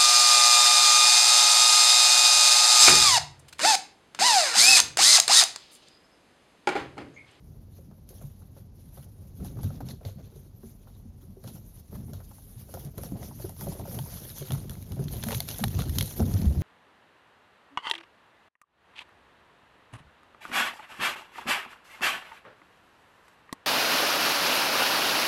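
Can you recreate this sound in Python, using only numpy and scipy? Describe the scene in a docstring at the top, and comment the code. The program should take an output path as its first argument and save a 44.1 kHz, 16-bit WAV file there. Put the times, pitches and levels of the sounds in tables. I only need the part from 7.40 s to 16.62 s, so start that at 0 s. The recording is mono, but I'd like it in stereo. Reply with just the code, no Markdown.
"""In a backyard, a plastic boat on a two-wheeled dolly is pushed over dry leaves, from afar to right past a
microphone on the ground. Rolling noise, a leaf rustle and a hull rumble, grows unevenly as it nears.
Bursts of filtered noise make crushed leaves; short decaying sines and noise make snapping twigs.
Rough ground shakes the load, and bumps excite decaying modes: knocks in the dolly, booms in the hollow hull."""
import sys
import numpy as np
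from scipy import signal
from scipy.fft import rfft, irfft, next_fast_len
from scipy.io import wavfile
from scipy.ndimage import uniform_filter1d

SR = 44100
rng = np.random.default_rng(int(sys.argv[2]) if len(sys.argv) > 2 else 0)


def unload_audio(sound):
    """Save the sound as a 16-bit wav file, at the path given as the first command line argument."""
    columns = np.transpose(np.atleast_2d(sound))
    # keep every value between -1 and 1, then stretch to whole-number steps
    steps = np.round(np.clip(columns, -1, 1) * 32767)
    wavfile.write(sys.argv[1], SR, steps.astype(np.int16))


N = 406602
TIME = np.arange(N) / SR
COARSE_TIME = TIME[::40]   # enough for slow envelopes
SIZE = next_fast_len(N + SR // 2, True) // 2 * 2   # transform length, with room for filter tails
FREQS = np.maximum(np.arange(SIZE // 2 + 1) * SR / SIZE, 1)

# Steady rolling. Each row: time in seconds, relative leaf rustle in dB, relative hull rumble in dB.
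ROLLING_LEVELS = [(0, -69.5, -50), (1.3, -71, -53), (2.0, -61, -45.5), (3.0, -68, -52), (3.75, -67, -53.5),
                  (4.3, -60, -50.5), (5.05, -55.5, -52.5), (5.5, -58.5, -41.5), (6.1, -50, -42),
                  (6.9, -45.5, -47), (7.45, -54.5, -39.5), (8.0, -47.5, -39.5), (8.75, -44, -37.5),
                  (9.22, -52.5, -34)]
# Stretches of rough ground under the wheels. Each row: start in seconds, hold in seconds,
# relative hull rumble in dB, relative dolly rattle in dB.
ROUGH_STRETCHES = [(0.724, 0.14, -56, -61.5), (1.99, 0.56, -38.5, -57), (2.617, 0.078, -44, -52),
                   (2.768, 0.083, -49, -56.5), (4.029, 0.16, -44, -66), (4.514, 0.27, -40.5, -58),
                   (5.344, 0.14, -45, -54.5), (5.572, 0.3, -41, -52), (6.202, 0.4, -36.5, -49.5),
                   (6.533, 0.33, -44.5, -52.5), (7.094, 0.17, -36, -53), (7.507, 0.39, -36.5, -52.5),
                   (8.219, 0.06, -25.5, -60), (8.33, 0.32, -31, -55), (8.761, 0.52, -28.5, -46.5)]
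# Spectrum of thin, brittle leaf matter. Each row: frequency in Hz, relative density in dB per Hz.
RUSTLE_SPECTRUM = [(2500, -15), (5000, -10.5), (7000, -3.5), (8000, -11), (8800, 2.5), (10500, -1),
                   (12500, -2), (14500, -14), (15800, -10)]
# Spectrum of breaking wood. Each row: frequency in Hz, relative density in dB per Hz.
TWIG_SPECTRUM = [(500, -25), (1100, -30), (1800, -4), (2450, -4), (3300, 9.5), (4300, 12.5), (5000, 1),
                 (6100, 2.5), (7300, 11), (10000, -9), (16000, -22)]
# Spectrum of the dull litter on the ground. Each row: frequency in Hz, relative density in dB per Hz.
LITTER_SPECTRUM = [(200, -27.5), (380, 6), (700, 8), (1000, 1), (1350, 2.5), (1900, -9.5), (3000, -21.5),
                   (6000, -14)]


def from_db(db):
    """Amplitude gain is ten to the power of a twentieth of the level in decibels."""
    return 10 ** (np.asarray(db) / 20)


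def rms_one(x):
    """Normalization: division by the root mean square gives unit power."""
    return x / np.sqrt(np.mean(x ** 2) + 1e-20)


def in_time(rows):
    """Linear interpolation: each column of a breakpoint curve at every sample."""
    s, *columns = np.transpose(rows)
    return [np.interp(TIME, s, column) for column in columns]


def over_hz(points):
    """Linear interpolation of a table along a logarithmic frequency axis."""
    hz, values = np.transpose(points)
    return np.interp(np.log(FREQS), np.log(hz), values)


def drift(rate):
    """Random modulation of unit rms: `rate` values a second, joined by lines; the 4096th value then holds."""
    return rms_one(np.interp(TIME * rate, np.arange(4096), rng.standard_normal(4096)))


def fade(energy, t60):
    """Exponential decay: each impulse of energy falls by 60 dB in t60 seconds."""
    return signal.lfilter([1], [1, -from_db(-120 / (t60 * SR))], energy + 1e-24)


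def noise_burst(energy, spectrum):
    """Modulated noise through a minimum-phase filter, with a partial coherence between two channels."""
    # Coherence of the channels. Each row: frequency in Hz, likeness from 0 to 1.
    likeness = [(60, 0.83), (200, 1), (310, 0.33), (420, 0.82), (700, 0.62), (1200, 0.041), (1900, 0.16),
                (2800, 0.057), (4200, 0.11), (6000, 0.015), (6900, 0.71), (7700, 1), (8500, 1),
                (10300, 0.8), (12600, 1), (15000, 0.98)]
    log_gain = np.log(rms_one(from_db(over_hz(spectrum))))
    # Folding the cepstrum onto positive times makes the filter causal.
    cepstrum = irfft(log_gain)[:SIZE // 2]
    causal = np.exp(2 * rfft(cepstrum, SIZE) - cepstrum[0])
    noise = np.sqrt(energy) * rng.standard_normal((2, N))
    mid, side = rfft(noise, SIZE) * causal
    alike = np.clip(over_hz(likeness), 0, 1)
    mid = mid * np.sqrt((1 + alike) / 2)
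    side = side * np.sqrt((1 - alike) / 2)
    return irfft(np.array([mid + side, mid - side]))[:, :N]


def grains(per_s, spread_db, t60, tail_t60, tail_share):
    """Shot noise: energy, about 1 on average, of many random breaks, each with a scattered tail."""
    born = rng.random(N) < per_s / SR
    size_db = spread_db * np.minimum(rng.exponential(1, N), 4)
    sizes = born * from_db(size_db) ** 2
    crack, tail = fade(sizes, t60), fade(sizes, tail_t60)
    share = np.clip(tail_share, 0, 1)
    energy = (1 - share) * crack / crack.mean() + share * tail / tail.mean()
    return energy / (uniform_filter1d(energy, size=SR // 6) + 1e-6)


def cracks(times, level_db, crack_t60, tail_t60, tail_db):
    """Sudden release of strain: energy of an immediate break, then a fainter tail of splinters and scatter."""
    breaks = np.zeros(N)
    breaks[(times * SR).astype(int)] = from_db(level_db) ** 2
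    splinters = from_db(1.4 * drift(600)) ** 2
    return fade(breaks, crack_t60) + from_db(tail_db) ** 2 * fade(breaks, tail_t60) * splinters


def swells(s, hold, level_db, attack_s, release_s, sag_db_per_s):
    """Addition of energies: overlapping events rise, hold while sagging a little, and die away."""
    since = COARSE_TIME - s[:, None]
    rise = np.clip(since / attack_s + .5, 0, 1)   # halfway up at the listed start
    sag_db = sag_db_per_s * (np.clip(since, 0, hold[:, None]) - hold[:, None] / 2)
    fall = np.exp(-np.maximum(since - hold[:, None], 0) / release_s)
    height = rise * fall * from_db(level_db[:, None] - sag_db)
    return np.interp(TIME, COARSE_TIME, np.sum(height ** 2, axis=0))


def ring(blows, hz, t60):
    """Damped resonance: a unit blow sets a decaying sine of starting height 1 ringing."""
    r, w = from_db(-60 / (t60 * SR)), 2 * np.pi * hz / SR
    return signal.lfilter([0, np.sin(w)], [1, -2 * r * np.cos(w), r * r], blows + 1e-18)


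def strike(events, modes, focus_octaves, chance_db):
    """Modal excitation: each blow rings all modes of a body, favouring those near its own pitch."""
    s, peak_db, pitch = np.transpose(events)
    hz, mode_db, t60 = np.transpose(modes)
    octaves_off = np.log2(hz / pitch[:, None])
    nearness = 1 / (1 + (octaves_off / focus_octaves) ** 2)
    weights = nearness * from_db(mode_db + chance_db * rng.standard_normal(nearness.shape))
    weights *= (-1) ** np.arange(len(hz)) / np.linalg.norm(weights, axis=1, keepdims=True)
    out = np.zeros(N)
    for k in range(len(hz)):
        blows = np.zeros(N)
        blows[(s * SR).astype(int)] = from_db(peak_db) * weights[:, k]
        out += ring(blows, hz[k], t60[k])
    return out


def soften(x, cut_hz):
    """Contact filtering: a soft contact passes little treble."""
    return signal.sosfilt(signal.butter(2, cut_hz, fs=SR, output="sos"), x)


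def stalls():
    """Rolling noise falls with speed: level in dB of a lull as the wheels slow before rough ground."""
    lead_s, width_s, depth_db = 0.055, 0.033, 5.5
    s = np.transpose(ROUGH_STRETCHES)[0] - lead_s
    lull = np.exp(-((COARSE_TIME - s[:, None]) / width_s) ** 2).sum(axis=0)
    return -depth_db * np.interp(TIME, COARSE_TIME, lull)


def yard():
    """Stationary noise: the open air keeps up a steady, mostly low-pitched background."""
    # Spectrum of the open air. Each row: frequency in Hz, relative density in dB per Hz.
    air_spectrum = [(22, -30), (31, -4), (41, 6), (60, -1.5), (90, 5), (150, -8.5), (220, -7), (320, -19),
                    (550, -23.5), (1000, -32), (2000, -43), (6000, -41.5), (10000, -44), (16000, -70)]
    return from_db(-48.5) * noise_burst(np.ones(N), air_spectrum)


def patches(x, per_s, depth_db, count=22):
    """Spectral modulation: narrow bands swell and sink on their own, as each crushed leaf has its colour."""
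    spectrum, out = rfft(x, SIZE), 0
    band = np.interp(np.log(FREQS), np.log([900, 14000]), [0, count - 1])
    for k in range(count):
        share = np.maximum(1 - np.abs(band - k), 0)
        out = out + irfft(spectrum * share)[:, :N] * rms_one(from_db(depth_db * drift(per_s)))
    return out


def ticks(per_s, spread_db, low_hz, high_hz, count=40):
    """Impulsive resonance: stems tick at many pitches, each with its own delay between channels; rms 1."""
    out = np.zeros((2, N))
    cycles = 28   # periods in which a tick falls by 60 dB
    for hz in np.geomspace(low_hz, high_hz, count):
        times, size, sign = rng.random((3, 400))
        kept = np.arange(len(times)) < per_s * N / SR / count
        blows = np.zeros(N)
        gain = from_db(-spread_db * np.log(size + 0.023))
        blows[(times * N).astype(int)] = kept * np.sign(sign - .5) * gain
        tick = ring(blows * hz, hz, cycles / hz)
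        out += [tick, np.roll(tick, rng.integers(-8, 9))]
    return rms_one(out)


def twigs(times, peak_db, pitch_hz, chance_db, count=3):
    """Modal vibration: each twig rings briefly at its own modes, struck again by every fibre that parts."""
    # Modes of a breaking twig. Each row: multiple of its pitch, relative level in dB.
    twig_modes = [(0.54, -7), (0.7, -10), (0.87, -3), (1, 0), (1.12, -3), (1.56, -12)]
    twig_t60_s, detune_octaves, fibre_gap_s, fibre_loss_db = .014, .04, .0012, 8
    ratio, mode_db = np.transpose(twig_modes)
    t = np.arange(SR // 25) / SR
    out = np.zeros((2, N + SR))
    for s, db, hz in zip(times, peak_db, pitch_hz):
        weights = from_db(mode_db + chance_db * rng.standard_normal((2, len(ratio))))
        weights /= np.linalg.norm(weights, axis=1, keepdims=True)
        modes_hz = hz * ratio * 2 ** (detune_octaves * rng.standard_normal(len(ratio)))
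        sines = np.sin(2 * np.pi * modes_hz[:, None] * t)
        tone = weights @ sines * from_db(db - 60 * t / twig_t60_s)
        for k, early in enumerate(rng.random(count)):
            start = int((s + fibre_gap_s * k * (1 - early / 2)) * SR)
            out[:, start:start + len(t)] += tone * from_db(-fibre_loss_db * k)
    return out[:, :N]


def small_breaks(crunch_db):
    """Random fracture: stalks crack and bark pops at many pitches, at levels tied to the crunch around them."""
    per_s, spread_db = 30, 2.5
    stalk_low_hz, stalk_high_hz, bark_low_hz, bark_high_hz = 1800, 6500, 600, 1500
    when, size, depth, thinness = rng.random((int(per_s * N / SR), 4)).T
    s = when * TIME[-SR // 10]
    # They stand out close by, until the tyre's crunch covers them.
    over_db = np.interp(s, [4.5, 6.5, 8.0], [-4, 7, -9.5])
    level_db = np.interp(s, TIME, crunch_db) + over_db - spread_db * np.log(size + 0.55)
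    crack = cracks(s, level_db - 6, crack_t60=.006, tail_t60=.06, tail_db=-20)
    # The litter below gives the dull part.
    thud_db = level_db + 3 + 6 * (depth - .5)
    thud = cracks(s, thud_db, crack_t60=.012, tail_t60=.06, tail_db=-20)
    stalk_hz = stalk_low_hz * (stalk_high_hz / stalk_low_hz) ** thinness
    stalks = twigs(s, level_db + 3.5, stalk_hz, chance_db=3)
    pop_db = np.interp(s, [7.3, 8.0], [3, -7])
    bark_hz = bark_high_hz * (bark_low_hz / bark_high_hz) ** depth
    bark = twigs(s, level_db + pop_db, bark_hz, chance_db=3)
    return noise_burst(crack, TWIG_SPECTRUM) + noise_burst(thud, LITTER_SPECTRUM) + stalks + bark


def leaves():
    """Fracture noise: thin leaf edges crackle finely and densely; ribs and stems crunch more sparsely."""
    # Heaps of leaves pressed by a foot or wheel. Each row: start in seconds, hold in seconds,
    # relative fine rustle in dB, relative coarse crunch in dB.
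    crushes = [(0.055, 0.051, -63, -89), (0.32, 0.095, -61.5, -73), (0.683, 0.023, -55, -66),
               (0.73, 0.18, -57.5, -67.5), (0.947, 0.12, -68, -75), (1.161, 0.017, -57, -64),
               (1.352, 0.14, -62, -75), (1.537, 0.097, -55.5, -64.5), (1.967, 0.039, -59.5, -68),
               (2.054, 0.019, -47.5, -57.5), (2.206, 0.068, -53, -56), (2.277, 0.078, -59, -60),
               (2.468, 0.041, -52, -54), (2.656, 0.034, -54, -57), (2.774, 0.12, -86, -67),
               (2.93, 0.15, -63, -70.5), (3.215, 0.079, -55, -70), (3.417, 0.14, -67, -71),
               (3.794, 0.018, -61, -67.5), (4.05, 0.039, -52, -58), (4.132, 0.028, -48.5, -72),
               (4.357, 0.043, -55.5, -63.5), (4.53, 0.044, -53.5, -63), (5.163, 0.047, -53, -63.5),
               (5.292, 0.16, -53, -66), (5.589, 0.075, -47, -59.5), (5.802, 0.055, -46.5, -65),
               (5.997, 0.05, -50, -62), (6.18, 0.16, -46, -76), (6.46, 0.13, -44, -66),
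               (6.686, 0.12, -47, -58), (6.951, 0.23, -47, -53.5), (7.392, 0.038, -55, -60.5),
               (7.706, 0.26, -46, -51.5), (7.863, 0.086, -36.5, -43), (8.068, 0.06, -41.5, -44),
               (8.167, 0.034, -37, -45.5), (8.327, 0.089, -43, -43), (8.526, 0.22, -41, -55),
               (8.91, 0.13, -63, -52.5)]
    # Spectrum of breaking ribs. Each row: frequency in Hz, relative density in dB per Hz.
    crunch_spectrum = [(600, 9), (1200, 2), (1800, 1), (2300, -2), (3300, 5.5), (4300, 6.5), (5000, -5.5),
                       (6200, 4), (7300, 4), (10000, -6.5), (16000, -31)]
    rolling_db = in_time(ROLLING_LEVELS)[0] + 0.5 * stalls()
    s, hold, fine_db, coarse_db = np.transpose(crushes)
    # A heap gives way, packs down and settles.
    shape = dict(attack_s=0.053, release_s=0.038, sag_db_per_s=12)
    below_db = np.linspace(-32, -5.5, N)   # rolling crunch against rolling rustle, far to near
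    edges = from_db(rolling_db) ** 2 + swells(s, hold, fine_db, **shape)
    ribs = from_db(rolling_db + below_db) ** 2 + swells(s, hold, coarse_db, **shape)
    clumps_db = 2.0 * drift(45)   # leaves give way in clumps
    scattered = np.interp(TIME, [4.0, 8.0], [.65, .38])   # the crackle gets crisper as the wheels near
    fine = grains(per_s=2500, spread_db=2.5, t60=0.0013, tail_t60=0.071, tail_share=0.73)
    coarse = grains(per_s=170, spread_db=2.8, t60=0.010, tail_t60=0.25, tail_share=scattered)
    rustle_energy = (fine + 0.16 * coarse) * edges * from_db(clumps_db + 0.62) ** 2
    rustle = patches(noise_burst(rustle_energy, RUSTLE_SPECTRUM), per_s=50, depth_db=3.0)
    crunch_energy = coarse * ribs * from_db(clumps_db + 1.3) ** 2
    crunch = patches(noise_burst(crunch_energy, crunch_spectrum), per_s=70, depth_db=3.8)
    stem_ticks = ticks(per_s=170, spread_db=1.0, low_hz=1180, high_hz=6350)
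    stems = np.sqrt(ribs) * from_db(-8.5) * stem_ticks
    return rustle + crunch + stems + small_breaks(10 * np.log10(ribs))


def snaps():
    """Brittle fracture: a twig cracks with a woody body and a brittle top; far ones scatter, near ones ring."""
    # Twigs and stiff leaves that break. Each row: time in seconds, relative body in dB,
    # relative brittle top in dB, pitch in Hz.
    snap_events = [(0.690, -62, -42.5, 4170), (1.576, -62, -51, 1670), (2.047, -53, -44, 5100),
                   (2.2315, -57, -41.5, 1380), (2.243, -57, -44, 6600), (2.405, -56, -57, 1340),
                   (2.487, -43, -46, 5500), (2.651, -44, -55, 4160), (4.0394, -57, -51, 4740),
                   (4.076, -47, -53, 5900), (4.548, -59, -51, 1590), (4.734, -47, -45.5, 6340),
                   (5.3406, -48, -34.5, 6100), (5.449, -58, -41.5, 5930), (5.5803, -48.5, -35.5, 1620),
                   (5.6344, -59, -35, 6700), (5.8302, -49.5, -50, 1830), (6.094, -55, -37, 1630),
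                   (6.21, -45.5, -37, 1600), (6.2865, -61, -38, 6360), (6.3965, -59, -47, 3740),
                   (6.589, -41, -36, 2880), (6.8516, -50, -44, 3480), (6.894, -53, -41, 4260),
                   (6.984, -52, -31, 5540), (7.072, -50, -50, 4000), (7.1064, -40, -44, 3400),
                   (7.120, -39.5, -27.5, 3450), (7.296, -43, -36, 3350), (7.308, -57, -36.5, 1090),
                   (7.354, -54, -54, 1900), (7.426, -58, -43, 2420), (7.520, -47.5, -38.5, 3340),
                   (7.640, -49.5, -39, 5950), (7.683, -42.5, -51, 3700), (7.7374, -49, -52, 3350),
                   (7.828, -40, -50, 3420), (7.8373, -34, -27, 3780), (7.8393, -40.5, -29, 1540),
                   (7.8868, -37, -27, 1730), (7.908, -37, -32, 1850), (7.9188, -36, -28, 2750),
                   (7.9281, -35.5, -39, 2880), (7.9473, -34, -30, 3950), (8.004, -31, -21.5, 4000),
                   (8.088, -33.5, -27.5, 3440), (8.185, -50, -28, 6700), (8.2399, -26.5, -18.5, 3430),
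                   (8.2399, -32.5, -18, 1910), (8.2817, -40.5, -31.5, 6400), (8.39, -42, -42, 3370),
                   (8.406, -39, -44, 3670), (8.42, -40.5, -32, 3440), (8.4953, -41.5, -32, 3450),
                   (8.5852, -21, -17.5, 6170), (8.6099, -27.5, -20, 3300), (8.626, -41, -23.5, 6150),
                   (8.8041, -41, -39, 5140), (8.939, -44, -34.5, 5070), (8.989, -48, -52, 4950),
                   (9.017, -45, -40, 4400)]
    s, body_db, top_db, pitch = np.transpose(snap_events)
    scatter_db = np.interp(TIME, [4.5, 8.0], [-9, -19])
    blur_db = np.interp(s, [4.5, 7.0], [2, 0])   # far snaps have more noise and less ring
    body = cracks(s, body_db + .5 + blur_db, crack_t60=.013, tail_t60=0.25, tail_db=scatter_db)
    top = cracks(s, top_db + 4.5, crack_t60=0.009, tail_t60=0.11, tail_db=scatter_db)
    wood = twigs(s, body_db + 7.5 - 2 * blur_db, pitch, chance_db=2)
    return noise_burst(body, TWIG_SPECTRUM) + noise_burst(top, RUSTLE_SPECTRUM) + wood


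def knocks():
    """Impact: a wheel hits a root, the frame's modes ring, ring again on rebound, and litter is crushed."""
    # Wheels over roots and litter. Each row: time in seconds, relative peak in dB, pitch in Hz,
    # relative crush of the litter in dB.
    knock_events = [(0.384, -48, 470, -70), (0.512, -62, 930, -55), (0.701, -47, 450, -68),
                    (0.814, -48.5, 580, -52.5), (1.02, -62, 800, -57), (1.166, -48, 530, -56.5),
                    (1.573, -48, 540, -47.5), (2.002, -43.5, 410, -53), (2.022, -46, 524, -58),
                    (2.046, -41.5, 800, -53), (2.169, -45, 401, -49.5), (2.189, -43, 960, -47.5),
                    (2.231, -44, 587, -43), (2.303, -43, 560, -51), (2.405, -38, 730, -41.5),
                    (2.487, -44, 600, -50), (2.532, -47.5, 420, -65), (2.61, -46.5, 520, -55),
                    (2.65, -39.5, 500, -47), (2.685, -42.5, 586, -52), (2.803, -49.5, 373, -64),
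                    (2.922, -50.5, 400, -61), (2.959, -47.5, 420, -62), (3.232, -43.5, 400, -57),
                    (3.472, -56, 910, -51.5), (3.828, -49.5, 366, -61), (3.967, -44, 395, -75),
                    (4.04, -46, 552, -48.5), (4.076, -45.5, 705, -49.5), (4.156, -53, 520, -52.5),
                    (4.528, -43, 413, -49.5), (4.554, -47, 1130, -46), (4.68, -51, 840, -64),
                    (4.732, -46, 590, -46.5), (4.803, -56, 900, -48), (4.912, -45.5, 940, -57),
                    (4.981, -52, 840, -56), (5.289, -47.5, 516, -53), (5.339, -36, 545, -39.5),
                    (5.371, -36, 705, -46), (5.581, -34.5, 450, -40.5), (5.59, -47, 516, -52),
                    (5.635, -45, 550, -39.5), (5.72, -43, 595, -60), (5.755, -40.5, 635, -66),
                    (5.822, -39, 650, -44), (5.91, -39, 910, -64), (5.998, -41, 620, -48),
                    (6.042, -29.5, 376, -55), (6.048, -42, 694, -44), (6.094, -39, 710, -50),
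                    (6.194, -44, 385, -45), (6.214, -38.5, 810, -40), (6.269, -29.5, 650, -37.5),
                    (6.273, -34, 368, -54), (6.3183, -37.5, 910, -53), (6.349, -39, 517, -51),
                    (6.396, -33, 710, -52), (6.453, -36.5, 690, -42.5), (6.474, -38, 506, -45),
                    (6.588, -32.5, 860, -46), (6.659, -40, 900, -55), (6.73, -48, 850, -57),
                    (6.848, -45, 517, -62), (7.016, -35, 441, -55), (7.107, -40, 730, -34),
                    (7.148, -40, 895, -36.5), (7.315, -50, 850, -43), (7.365, -54, 1000, -49),
                    (7.521, -53, 520, -40.5), (7.592, -33.5, 415, -39), (7.736, -38.5, 500, -59),
                    (7.868, -35, 690, -41), (7.886, -33.5, 507, -47), (7.908, -36, 694, -31),
                    (7.9193, -33.5, 503, -33), (7.928, -28, 880, -40), (8.002, -34, 714, -44),
                    (8.192, -33.5, 570, -35), (8.237, -26.5, 830, -28), (8.39, -37.5, 453, -26),
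                    (8.419, -38, 1330, -54), (8.61, -38, 505, -52), (8.795, -24.5, 380, -38),
                    (8.801, -24, 665, -32), (8.804, -35, 447, -40), (8.822, -45, 680, -35),
                    (8.84, -54, 520, -53), (8.944, -43, 450, -44), (9.048, -48, 890, -37),
                    (9.105, -48, 704, -63)]
    # Modes of the dolly frame. Each row: frequency in Hz, relative level in dB, 60 dB decay in seconds.
    dolly_modes = [(316, 7, 0.038), (380, 0, 0.14), (444.4, -2, 0.087), (519.6, -9.5, 0.19),
                   (563.3, -2, 0.074), (691, 6.5, 0.025), (822, 3, 0.026), (892, 2, 0.027),
                   (1010, 5, 0.011), (1380, -6, 0.054), (1670, -15, 0.028)]
    s, peak_db, pitch, crush_db = np.transpose(knock_events)
    scatter_db = np.interp(TIME, [4.5, 8.0], [-2, -10])
    hit_db = peak_db + 5
    first = np.transpose([s, hit_db, pitch])
    # The tyre tread makes a second contact about 7 ms later, 8 dB weaker.
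    rebound_s = s + .007 * rng.uniform(.6, 1.4, len(s))
    rebound = np.transpose([rebound_s, hit_db - 8, pitch])
    frame = strike(np.vstack([first, rebound]), dolly_modes, focus_octaves=0.28, chance_db=3.0)
    crush = cracks(s, crush_db + 1, crack_t60=.016, tail_t60=.1, tail_db=scatter_db)
    return soften(frame, cut_hz=1750) + noise_burst(crush, LITTER_SPECTRUM)


def shaking_load():
    """Random excitation: small jolts keep hull and dolly shaking, more so on rough ground."""
    # Spectrum of the hull rumble. Each row: frequency in Hz, relative density in dB per Hz.
    rumble_spectrum = [(20, -75.5), (32, -25), (45, -0.5), (65, -1.5), (95, 1), (140, 1.5), (205, -4.5),
                       (300, -13), (400, -18), (550, -34), (1000, -50.5), (3000, -61)]
    # Spectrum of the dolly rattle. Each row: frequency in Hz, relative density in dB per Hz.
    rattle_spectrum = [(200, -22), (380, 2.5), (520, 2), (680, -1), (900, -10), (1200, -15), (1800, -20),
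                       (4000, -25)]
    rolling_db = in_time(ROLLING_LEVELS)[1]
    s, hold, rumble_db, rattle_db = np.transpose(ROUGH_STRETCHES)
    shape = dict(attack_s=0.01, release_s=0.023, sag_db_per_s=2)
    pace = from_db(stalls()) ** 2
    hull = pace * (from_db(rolling_db) ** 2 + swells(s, hold, rumble_db, **shape))
    # On steady ground the rattle lies 16.5 dB below the rumble.
    frame = pace * (from_db(rolling_db - 16.5) ** 2 + swells(s, hold, rattle_db, **shape))
    jolts = grains(per_s=140, spread_db=0.0, t60=0.04, tail_t60=0.11, tail_share=0.54)
    chatter = grains(per_s=70, spread_db=1.5, t60=0.023, tail_t60=0.13, tail_share=1.0)
    rumble = noise_burst(jolts * hull * from_db(0.4) ** 2, rumble_spectrum)
    return rumble + noise_burst(chatter * frame, rattle_spectrum)


def hull_booms():
    """Resonance of a hollow body: big bumps set the low modes of the hull booming."""
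    # Bumps under the hull. Each row: time in seconds, relative peak in dB, pitch in Hz.
    bumps = [(0.485, -34.5, 187), (0.84, -29, 140), (1.59, -32, 131), (1.996, -26.5, 75),
             (2.004, -26.5, 175), (2.024, -30, 184), (2.056, -29, 156), (2.118, -43, 240), (2.19, -31, 184),
             (2.232, -17.5, 104), (2.246, -26.5, 190), (2.275, -23.5, 140), (2.404, -29.5, 242),
             (2.432, -31, 179), (2.498, -34.5, 203), (2.652, -39, 167), (2.656, -24, 91),
             (2.759, -29.5, 179), (2.958, -33.5, 130), (3.235, -35.5, 210), (3.65, -35, 198),
             (3.884, -32.5, 190), (4.05, -27, 109), (4.533, -35, 83), (4.575, -29, 188), (4.733, -29.5, 89),
             (5.452, -27, 157), (5.721, -19.5, 182), (6.04, -30, 109), (6.268, -23.5, 187), (6.6, -20, 123),
             (7.008, -26, 135), (7.119, -13, 124.6), (7.3, -26, 159), (7.514, -23, 100), (7.594, -17, 145),
             (7.76, -17.5, 111), (7.861, -20.5, 201), (7.95, -13, 111), (8.208, -18, 198),
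             (8.25, -16.5, 109), (8.347, -15.5, 91), (8.489, -19.5, 82.6), (8.59, -15, 99),
             (8.8, -12.5, 210), (8.812, -11.5, 85.5), (8.939, -12.5, 92), (9.045, -12.5, 198),
             (9.063, -9, 76), (9.175, -12.5, 92)]
    # Modes of the hull. Each row: frequency in Hz, relative level in dB, 60 dB decay in seconds.
    hull_modes = [(70.6, 0, 0.25), (96.3, 0, 0.31), (117.5, 3, 0.057), (140.6, 3, 0.19), (180, -11, 0.26),
                  (193.2, -2, 0.12), (225.7, -1.5, 0.26), (271, 4.5, 0.077), (396, -35, 0.13)]
    booms = strike(bumps, hull_modes, focus_octaves=0.2, chance_db=4.0)
    return from_db(-1.5) * soften(booms, cut_hz=500)


def scene():
    """Superposition: the pressures of the yard, leaves, twigs, dolly and hull add."""
    return yard() + leaves() + snaps() + knocks() + shaking_load() + hull_booms()


def record(dry):
    """Interchannel differences: two microphone ports differ in level and phase; deep bass and top are cut."""
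    # Balance of the ports. Each row: frequency in Hz, left minus right in dB.
    balance = [(50, -6.5), (92, -3), (140, -8.5), (210, -11), (330, -13.5), (500, -7), (770, -0.5),
               (1200, -3.5), (1800, 0), (6000, -0.5)]
    # Phase between the ports. Each row: frequency in Hz, lead of the left in radians.
    port_phase = [(40, -0.8), (120, -0.84), (270, -1.5), (380, 1.62), (720, 1.44), (1150, -0.3),
                  (1800, -1.5), (2300, 1), (3000, 1.46), (4100, 0.5), (5200, 0), (6500, -2.35),
                  (7400, -3.5), (7900, -3.5), (8600, -3), (10000, -4), (11900, -6.5), (13000, -4.5),
                  (15500, -9)]
    dry = signal.sosfilt(signal.butter(2, 32, "high", fs=SR, output="sos"), dry)
    ratio = from_db(over_hz(balance))
    left = ratio * np.exp(1j * over_hz(port_phase))
    ports = np.array([left, np.ones_like(ratio)]) * np.sqrt(2 / (1 + ratio ** 2))
    low_pass = 1 / np.sqrt(1 + (FREQS / 15850) ** 240)   # steep cut at 15850 Hz
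    return irfft(rfft(dry, SIZE) * ports * low_pass)[:, :N]


dry = scene()
out = record(dry)
unload_audio(out)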